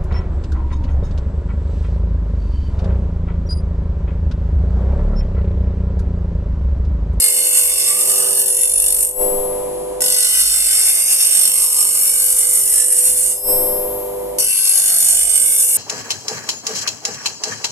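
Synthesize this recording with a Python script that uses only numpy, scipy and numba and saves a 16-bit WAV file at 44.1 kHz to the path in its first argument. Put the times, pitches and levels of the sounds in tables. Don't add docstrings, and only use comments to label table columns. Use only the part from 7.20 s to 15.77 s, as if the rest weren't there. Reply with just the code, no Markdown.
import sys
import numpy as np
from scipy import signal
from scipy.fft import rfft, irfft, next_fast_len
from scipy.io import wavfile
from scipy.ndimage import uniform_filter1d, map_coordinates
from numba import njit

SR = 44100
rng = np.random.default_rng(int(sys.argv[2]) if len(sys.argv) > 2 else 0)


def wav_record(signal):
    frames = np.transpose(np.atleast_2d(signal))
    bounded = np.clip(frames, -1, 1)
    quanta = np.round(bounded * 32767).astype(np.int16)
    wavfile.write(sys.argv[1], SR, quanta)


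N = 377937
TIME = np.arange(N) / SR
TURN_HZ = 48.3
SIDE = np.array([[.5], [-.5]])


# [t/s, lag/turns, scale of the throb/dB]
LOAD = [(.6, -.13, 3), (1.15, .5, 8), (1.45, 1.15, 13), (1.9, 1.15, 10), (3.1, 1.17, 5), (3.6, 1.45, 3),
        (4.7, 1.5, 5), (6.2, 1.5, 4), (7.2, 1.9, 6), (8.5, 1.92, 7)]
HEEL_DB, TIP_DB, BITE_DB = (-16.5, -9, -5), (-11.5, -12.5, 0), (1, 1, 2)
BITE_S = 0.5
BOUNCE_DB, BOUNCE_S = (10, 3), .16
# [f/Hz, left minus right level/dB]
SCRAPE_PAN = [(100, -1), (600, -3.5), (1200, 2), (2300, 2.5), (3400, 3), (4200, 0), (6500, -1), (8700, -10),
              (10000, -1.5), (11200, 14.5), (13000, 4)]
# [f/Hz, left lead/rad]
SCRAPE_LEAD = [(100, 0), (600, -1.2), (1400, -1.5), (2800, -2.4), (4100, -3.1), (5000, -3.6), (6200, -6.2),
               (14000, -6.3)]
# [f/Hz, share of power both ports hear]
SCRAPE_ALIKE = [(700, .75), (2800, .6), (4100, .7), (5600, .5), (7000, .55), (8500, .75), (9700, .75),
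                (11200, .45), (13500, .5)]


def grinding():
    place, bite = along(first=5, last=6, begins=7), after_landing(BITE_S)
    low_db, mid_db, top_db = (heel + tip * place + extra * bite
                              for heel, tip, extra in zip(HEEL_DB, TIP_DB, BITE_DB))
    fine, coarse = (ports(grit(again), grit(again), grit(again),
                          blade_colour, SCRAPE_PAN, SCRAPE_LEAD, SCRAPE_ALIKE) for again in (.2, .6))
    high = patchy(fine, 5., 60., .3)
    low = patchy(coarse, 7.5, 50., .35)

    low_scrape = undb(low_db + 0.18 * walk(6.5)) * steady(band(low, 656.0, 3750.0))
    mid_scrape = undb(mid_db + 1.0 * walk(9)) * steady(band(low, 2930.0, 5970.0))
    hiss = steady(band(high, 6100.0, 10470.0))
    top_scrape = undb(top_db + 1.5 * walk(9)) * steady(band(high, 10510.0, 14000.0))
    scrape = low_scrape + mid_scrape + steady(hiss + glides(fine, coarse) + top_scrape, .12)

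    behind, depth_db = curve(LOAD)
    turn = (TURN_HZ * TIME - behind + .03 * walk(3)) % 1
    pulse = uniform_filter1d(np.exp(-turn / .5), size=170) - .4
    bounce_db = after_landing(BOUNCE_S, BOUNCE_DB)
    throb_db = (depth_db + bounce_db + 1.4 * walk(5.5)) * pulse + 0.95 * walk(35)

    rumble = undb(-42 + 2.2 * walk(6)) * band(rng.standard_normal(N), 77.0, 267.0)
    return contact() * (scrape * undb(throb_db) + rumble)


# [landing t/s, start of lift t/s, lift duration/s,
#  scrape gain on landing/dB, scrape gain at lift/dB, place on landing, place at lift,
#  start of the straight run of place t/s, sinking time of hum/s, sunk hum gain/dB, hum gain at lift/dB]
STROKES = [(-.5, 1.85, .11, -13, -15, 0.15, 1, .75, .3, -41, -38.5),
           (2.806, 6.05, 0.19, -14, -13, 0.12, 0.71, 3.87, 0.31, -46.5, -38),
           (7.185, 8.8, .2, -14, -12.5, 0.03, .8, 6.6, 0.14, -50.5, -37.5)]
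# [t/s, width/s, level/dB]
PRESSES = [(.38, 0.087, 1.5), (.57, 0.15, -1.5), (2.82, 0.06, -1.5), (4.25, 0.21, 1.5), (4.449, 0.17, -2),
           (5.379, 0.039, 1.9), (7.7, 0.073, 1), (8.202, 0.067, 1.5)]
LIFT_DB, LIFT_POWER = -24, 1.4


def contact():
    out = 0
    for (land, lift, lasts, *_), (again, *_) in zip(STROKES, STROKES[1:] + [(np.inf,)]):
        fall_db = LIFT_DB * np.clip((TIME - lift) / lasts, 0, 4) ** LIFT_POWER
        out = out + (TIME > land) * (TIME <= again) * undb(fall_db)
    press_db = sum(db * bump(s, width) for s, width, db in PRESSES)
    return out * undb(along(first=3, last=4, begins=0) + press_db)


def along(first, last, begins):
    points = [((row[0], row[first]), (row[begins], row[first]), (row[1], row[last])) for row in STROKES]
    return curve(np.vstack(points))[0]


def after_landing(decay_s, sizes=(1, 1)):
    return sum(size * (TIME > row[0]) * np.exp(-np.abs(TIME - row[0]) / decay_s)
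               for row, size in zip(STROKES[1:], sizes))


def grit(again):
    turn = int(round(SR / TURN_HZ))
    shape = (N // turn + 1, turn)
    grains = rng.standard_normal(shape) * undb(1.2 * rng.standard_normal(shape))
    surface = signal.lfilter([1], [1, -np.clip(again, 0, .97)], grains, axis=0)
    return level(surface.ravel()[:N], 0)


# [f/Hz, level/dB per Hz]
SCRAPE = [(700, -21.5), (1100, -23.5), (2500, -21.5), (3000, -20.5), (3280, -29.5), (3600, -15),
          (3980, -29), (4400, -12.5), (6500, -11), (7500, 1.5), (8700, 7.5), (10300, 0), (11400, -3.5),
          (12200, -4), (13400, -3), (14300, -21)]
# [f/Hz,
# width/Hz, level/dB]
STEADY_MODES = [(1525, 53, -22.5), (2133, 140.6, -20.5), (4268, 177, -11), (5125, 30, -5), (5412, 38, -10.5),
                (5755, 50, -9), (6760, 110, -7), (8660, 110, -3.5), (2718, 42, -9), (2983, 77, -8.5),
                (3547, 100, -11.5), (6240, 60, -8), (9140, 114, 1), (11110, 190, 2), (11570, 120, -3)]


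def blade_colour(hz):
    peaks = sum(undb(db - at(SCRAPE, f)) / (1 + ((hz - f) / (w / 2)) ** 2) for f, w, db in STEADY_MODES)
    return at(SCRAPE, hz) + 20 * np.log10(1 + peaks)


def patchy(x, db, cell_hz, cell_s):
    hz, s, z = signal.stft(x, SR, nperseg=1024)
    grid = rng.standard_normal((int(hz[-1] / cell_hz) + 2, int(s[-1] / cell_s) + 2))
    place = hz[:, None] / cell_hz + 0 * s, s / cell_s + 0 * hz[:, None]
    swell_db = db * map_coordinates(grid, place, order=1, mode="nearest")
    return signal.istft(z * undb(swell_db), SR, nperseg=1024)[1][:, :N]


# [start t/s, end t/s, start f/Hz, end f/Hz, start level/dB, end level/dB]
GLIDES = [(0, 0.8, 2150, 2165, -23.5, -23), (0.404, 1.145, 1100, 1254, -29.5, -21),
          (1.05, 1.5, 1480, 2150, -26, -28), (1.52, 1.72, 2300, 2950, -27, -22),
          (1.2, 1.42, 4400, 5450, -24, -23), (1.42, 1.9, 5500, 5560, -23, -26),
          (1.1, 1.33, 8850, 9780, -1, 2), (1.33, 1.9, 9780, 10250, 3, -4),
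          (1.46, 1.9, 11000, 11800, -3, -5), (1.55, 1.9, 8650, 8850, -9, 0),
          (2.85, 3.87, 1480, 1590, -23, -34), (2.81, 3.06, 11200, 11330, -3.5, -11),
          (3.6, 4.45, 8650, 8650, -13.5, -5), (2.9, 3.75, 4250, 4160, -23, -25),
          (3.5, 4.6, 2090, 2150, -27, -38), (4.39, 5.46, 1200, 1250, -31, -40),
          (5.11, 5.6, 2010, 2040, -34, -27.5), (5.197, 6.153, 8650, 8740, -17.5, -6),
          (7.18, 8.09, 1470, 1750, -25.5, -34), (7.25, 7.8, 2900, 3080, -18, -21),
          (8.0, 8.45, 3510, 3600, -21, -20), (7.19, 7.32, 5800, 5750, -8, -12),
          (8.05, 8.57, 2120, 2280, -28, -26), (7.5, 8.05, 6650, 7300, -10, -15),
          (7.19, 7.7, 11230, 11260, -2, -7), (7.95, 8.3, 8300, 8750, -6, 2)]


def glides(fine, coarse):
    out = np.zeros((2, N))
    for start, end, from_hz, to_hz, from_db, to_db in GLIDES:
        a, b = max(int((start - .1) * SR), 0), min(int((end + 0.053) * SR), N)
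        t = TIME[a:b]
        share = np.clip((t - start) / (end - start), 0, 1)
        hz = from_hz * (to_hz / from_hz) ** share * (1 + 0.0068 * walk(12.6, size=b - a))
        db = from_db + (to_db - from_db) * share + 1.3 * walk(16, size=b - a)
        edge = np.clip(np.minimum((t - start + 0.097) / 0.086, (end + 0.053 - t) / 0.13), 0, 1)
        force = (coarse if from_hz < 6000 else fine)[:, a:b]
        width = 50. + .055 * from_hz
        ring = np.array([svf(svf(c, hz, width), hz, width) for c in force])
        out[:, a:b] += level(ring, 0) * undb(db) * edge
    return out


@njit
def svf(x, hz, width):
    out, band_state, low_state = np.empty(len(x)), 0., 0.
    for i in range(len(x)):
        g, k = np.tan(np.pi * hz[i] / SR), width / hz[i]
        v = (band_state + g * (x[i] - low_state)) / (1 + g * (g + k))
        band_state = 2 * v - band_state
        low_state += 2 * g * v
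        out[i] = k * v
    return out


# [t/s, level/dB]
CRACKS = [(2.807, -15), (2.82, -15), (2.882, -17), (2.901, -12), (7.188, -14), (7.198, -11)]
CRACK_S = .004


def crack():
    size = sum(undb(db) * (TIME > s) * np.exp(-np.abs(TIME - s) / CRACK_S) for s, db in CRACKS)
    return size * band(rng.standard_normal((2, N)), 6500., 14200.)


WHEEL_HZ = [2722, 5104, 5486, 7949, 8425, 8753, 11132, 11374, 11698, 11757, 12355, 12581]
DRIVEN_DB = [-48, -48, -36, -36, -38, -38, -30, -30, -35, -28, -34, -27]
# [t60/s, level after first lift/dB, level after second lift/dB, left minus right level/dB]
WHEEL = [(.5, -52, -55, -3), (1.13, -61, -32.5, -5.5), (0.9, -53.5, -42, 6), (1.2, -28.5, -38, 0),
         (1.1, -48, -33.5, -26), (0.44, -40, -52, -16), (2.18, -24, -23, 17), (0.82, -44, -37, 22),
         (0.7, -33, -43, 18), (1.1, -34, -42, 30), (1.487, -45, -22, -1), (2.3, -34, -20, 10.5)]
RING_FOLLOWS = 0.75


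def wheel_ring():
    out, scrape = 0, contact()
    swell_db = RING_FOLLOWS * (opening() - OPEN_DB)
    for hz, driven_db, (t60, *lift_db, pan_db) in zip(WHEEL_HZ, DRIVEN_DB, WHEEL):
        size = scrape * undb(driven_db + 2.5 * walk(25))
        beat_db = 1.5 * walk(8)
        for (_, lift, lasts, *_), (again, *_), db in zip(STROKES, STROKES[1:], lift_db):
            free = np.clip((TIME - lift) / lasts, 0, 1) * (TIME < again)
            decay_db = 60 * np.clip(TIME - lift - lasts - RISE_S, 0, 1) / t60
            size = size + free * undb(db + swell_db + beat_db - decay_db)
        wander = np.tanh(scrape / .03) * 0.89 * walk(22)
        phase = 2 * np.pi * hz * TIME + wander + rng.uniform(0, 2 * np.pi) + SIDE * 0.38
        out = out + size * np.sqrt(2) * np.sin(phase) * undb(SIDE * pan_db)
    return out


HUM_HZ = [99.9, 148.3, 199.8, 249.7, 299.6, 348.2, 399.6, 499.5, 599.4, 648.4, 799.0, 567.9, 699.3, 748.1,
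          898.9, 981.8, 998.6, 1185]
# [level/dB, left minus right level/dB, left lead/rad]
HUM = [(-55, 3, 11.5), (-50.5, 3, -0.2), (-54.5, 3, -0.5), (-54, -6, 1), (-50, -8, 0.5), (-45, 12.5, -0.5),
       (-33.5, 6.5, 0.5), (-25.5, -1.5, -1.5), (-34.5, -14.5, -3), (-53, 0, 1), (-44, 0, 2), (-51, -2, 1),
       (-43.5, 4.5, 1), (-46, 8, -1), (-43.5, 2, -6), (-47, 11, -1.5), (-46, -6, 0), (-57.5, -16.5, 1)]
# [f/Hz, level/dB per Hz]
WHIR = [(12, -31), (20, -23), (246, -15), (491, -7), (548, -7), (1010, -15.5), (1400, -26), (5870, -33.5),
        (8700, -25), (11400, -32), (13100, -45), (14600, -101)]
# [f/Hz, share of power both ports hear]
WHIR_ALIKE = [(100, .75), (1000, 0.33), (10000, 0.44)]
# [t/s, width/s, hum level/dB, thump level/dB]
SWELLS = [(0.99, 0.32, 8.5, -8), (1.7, 0.22, 2.5, 11), (0.2, 0.19, 4.5, -4)]
THUMP_DB, THUMP_FOLLOWS = -41.5, 0.36
SHAKE_DB = (-16, -9)


def motor():
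    hum_db = opening() + sum(db * bump(s, width) for s, width, db, _ in SWELLS)
    thump_db = THUMP_DB + THUMP_FOLLOWS * (opening() - OPEN_DB)
    thump_db = thump_db + sum(db * bump(s, width) for s, width, _, db in SWELLS)
    hum = 0
    for hz, (db, pan_db, lead) in zip(HUM_HZ, HUM):
        phase = 2 * np.pi * hz * TIME + rng.uniform(0, 2 * np.pi) + SIDE * lead
        hum = hum + undb(db + 1.16 * walk(7.2) + SIDE * pan_db) * np.sin(phase)
    whir = ports(grit(0.25), grit(0.42), grit(0.21),
                 lambda hz: at(WHIR, hz), SCRAPE_PAN, SCRAPE_LEAD, WHIR_ALIKE)

    loose = np.clip(.25 + contact() / .2, 0, 1)
    shake = band(rng.standard_normal(N), 30., 55.) + 1.4 * band(rng.standard_normal((2, N)), 20., 52.)
    shake_db = SHAKE_DB[0] + (SHAKE_DB[1] - SHAKE_DB[0]) * loose
    turning = np.sin(2 * np.pi * TURN_HZ * TIME + loose * .35 * walk(5))
    thump = undb(loose * 3.0 * walk(6)) * turning + undb(shake_db) * shake
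    steady_sound = level(hum, 1.5) + level(whir, -8)
    return undb(hum_db) * steady_sound + undb(thump_db - SIDE * 4.0) * level(thump, 0)


OPEN_DB, RISE_S, SAG_DB_PER_S = -22, 0.076, 6


def opening():
    rows = []
    for (land, lift, lasts, *_, sink, sunk_db, lift_db), (again, *_) in zip(STROKES,
                                                                         STROKES[1:] + [(np.inf,)]):
        up = lift + lasts + 0.76 * RISE_S
        rows += [(land + sink, sunk_db), (up - RISE_S, lift_db),
                 (up, OPEN_DB), (again, OPEN_DB - SAG_DB_PER_S * (again - up))]
    return curve(rows[:-1])[0]


THUD_DB, THUD_S = -26, 0.098


def thud():
    since = [np.clip(TIME - lift - lasts, 0, 9) / THUD_S for _, lift, lasts, *_ in STROKES[:-1]]
    swell = sum(u * np.exp(1 - u) for u in since)
    return undb(THUD_DB) * swell * band(rng.standard_normal(N), 5., 17.)


def ports(near, left, right, colour_db, pan, lead, alike):
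    size = next_fast_len(N)
    hz = np.arange(size // 2 + 1) * SR / size
    alike = np.clip(at(alike, hz), 0, 1)
    shared = np.sqrt(alike) * rfft(near, size) * np.exp(1j * SIDE * at(lead, hz))
    alone = np.sqrt(1 - alike) * rfft([left, right], size)
    return irfft((shared + alone) * undb(colour_db(hz) + SIDE * at(pan, hz)), size)[:, :N]


def band(x, lo_hz, hi_hz):
    sos = signal.butter(4, [lo_hz, hi_hz], "band", fs=SR, output="sos")
    return level(signal.sosfilt(sos, x), 0)


def steady(x, span_s=.33):
    return x / np.sqrt(uniform_filter1d(np.mean(x ** 2, axis=0), int(span_s * SR)) + 1e-12)


def walk(rate, size=N):
    k = int(SR / rate)
    held = np.repeat(rng.standard_normal(size // k + 1), k)
    return 1.69 * uniform_filter1d(uniform_filter1d(held, k), k)[:size]


def bump(s, width):
    return np.exp(-((TIME - s) / width) ** 2)


def curve(rows):
    s, *columns = np.transpose(rows)
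    return [np.interp(TIME, s, c) for c in columns]


def at(table, hz):
    f, v = np.transpose(table)
    return np.interp(np.log(hz + 1), np.log(f + 1), v)


def undb(db):
    return 10 ** (np.asarray(db) / 20)


def level(x, db):
    return x * undb(db) / np.sqrt(np.mean(x ** 2))


def scene():
    return grinding() + crack() + wheel_ring() + motor() + thud()


TOP_HZ = 14300


def record(dry):
    cut = signal.ellip(10, .2, 75, TOP_HZ, fs=SR, output="sos")
    size = np.abs(dry)
    round_off = np.where(size > .6, .6 + .25 * np.tanh((size - .6) / .25), size)
    return np.clip(signal.sosfilt(cut, np.sign(dry) * round_off), -1, 1)


dry = scene()
out = record(dry)
wav_record(out)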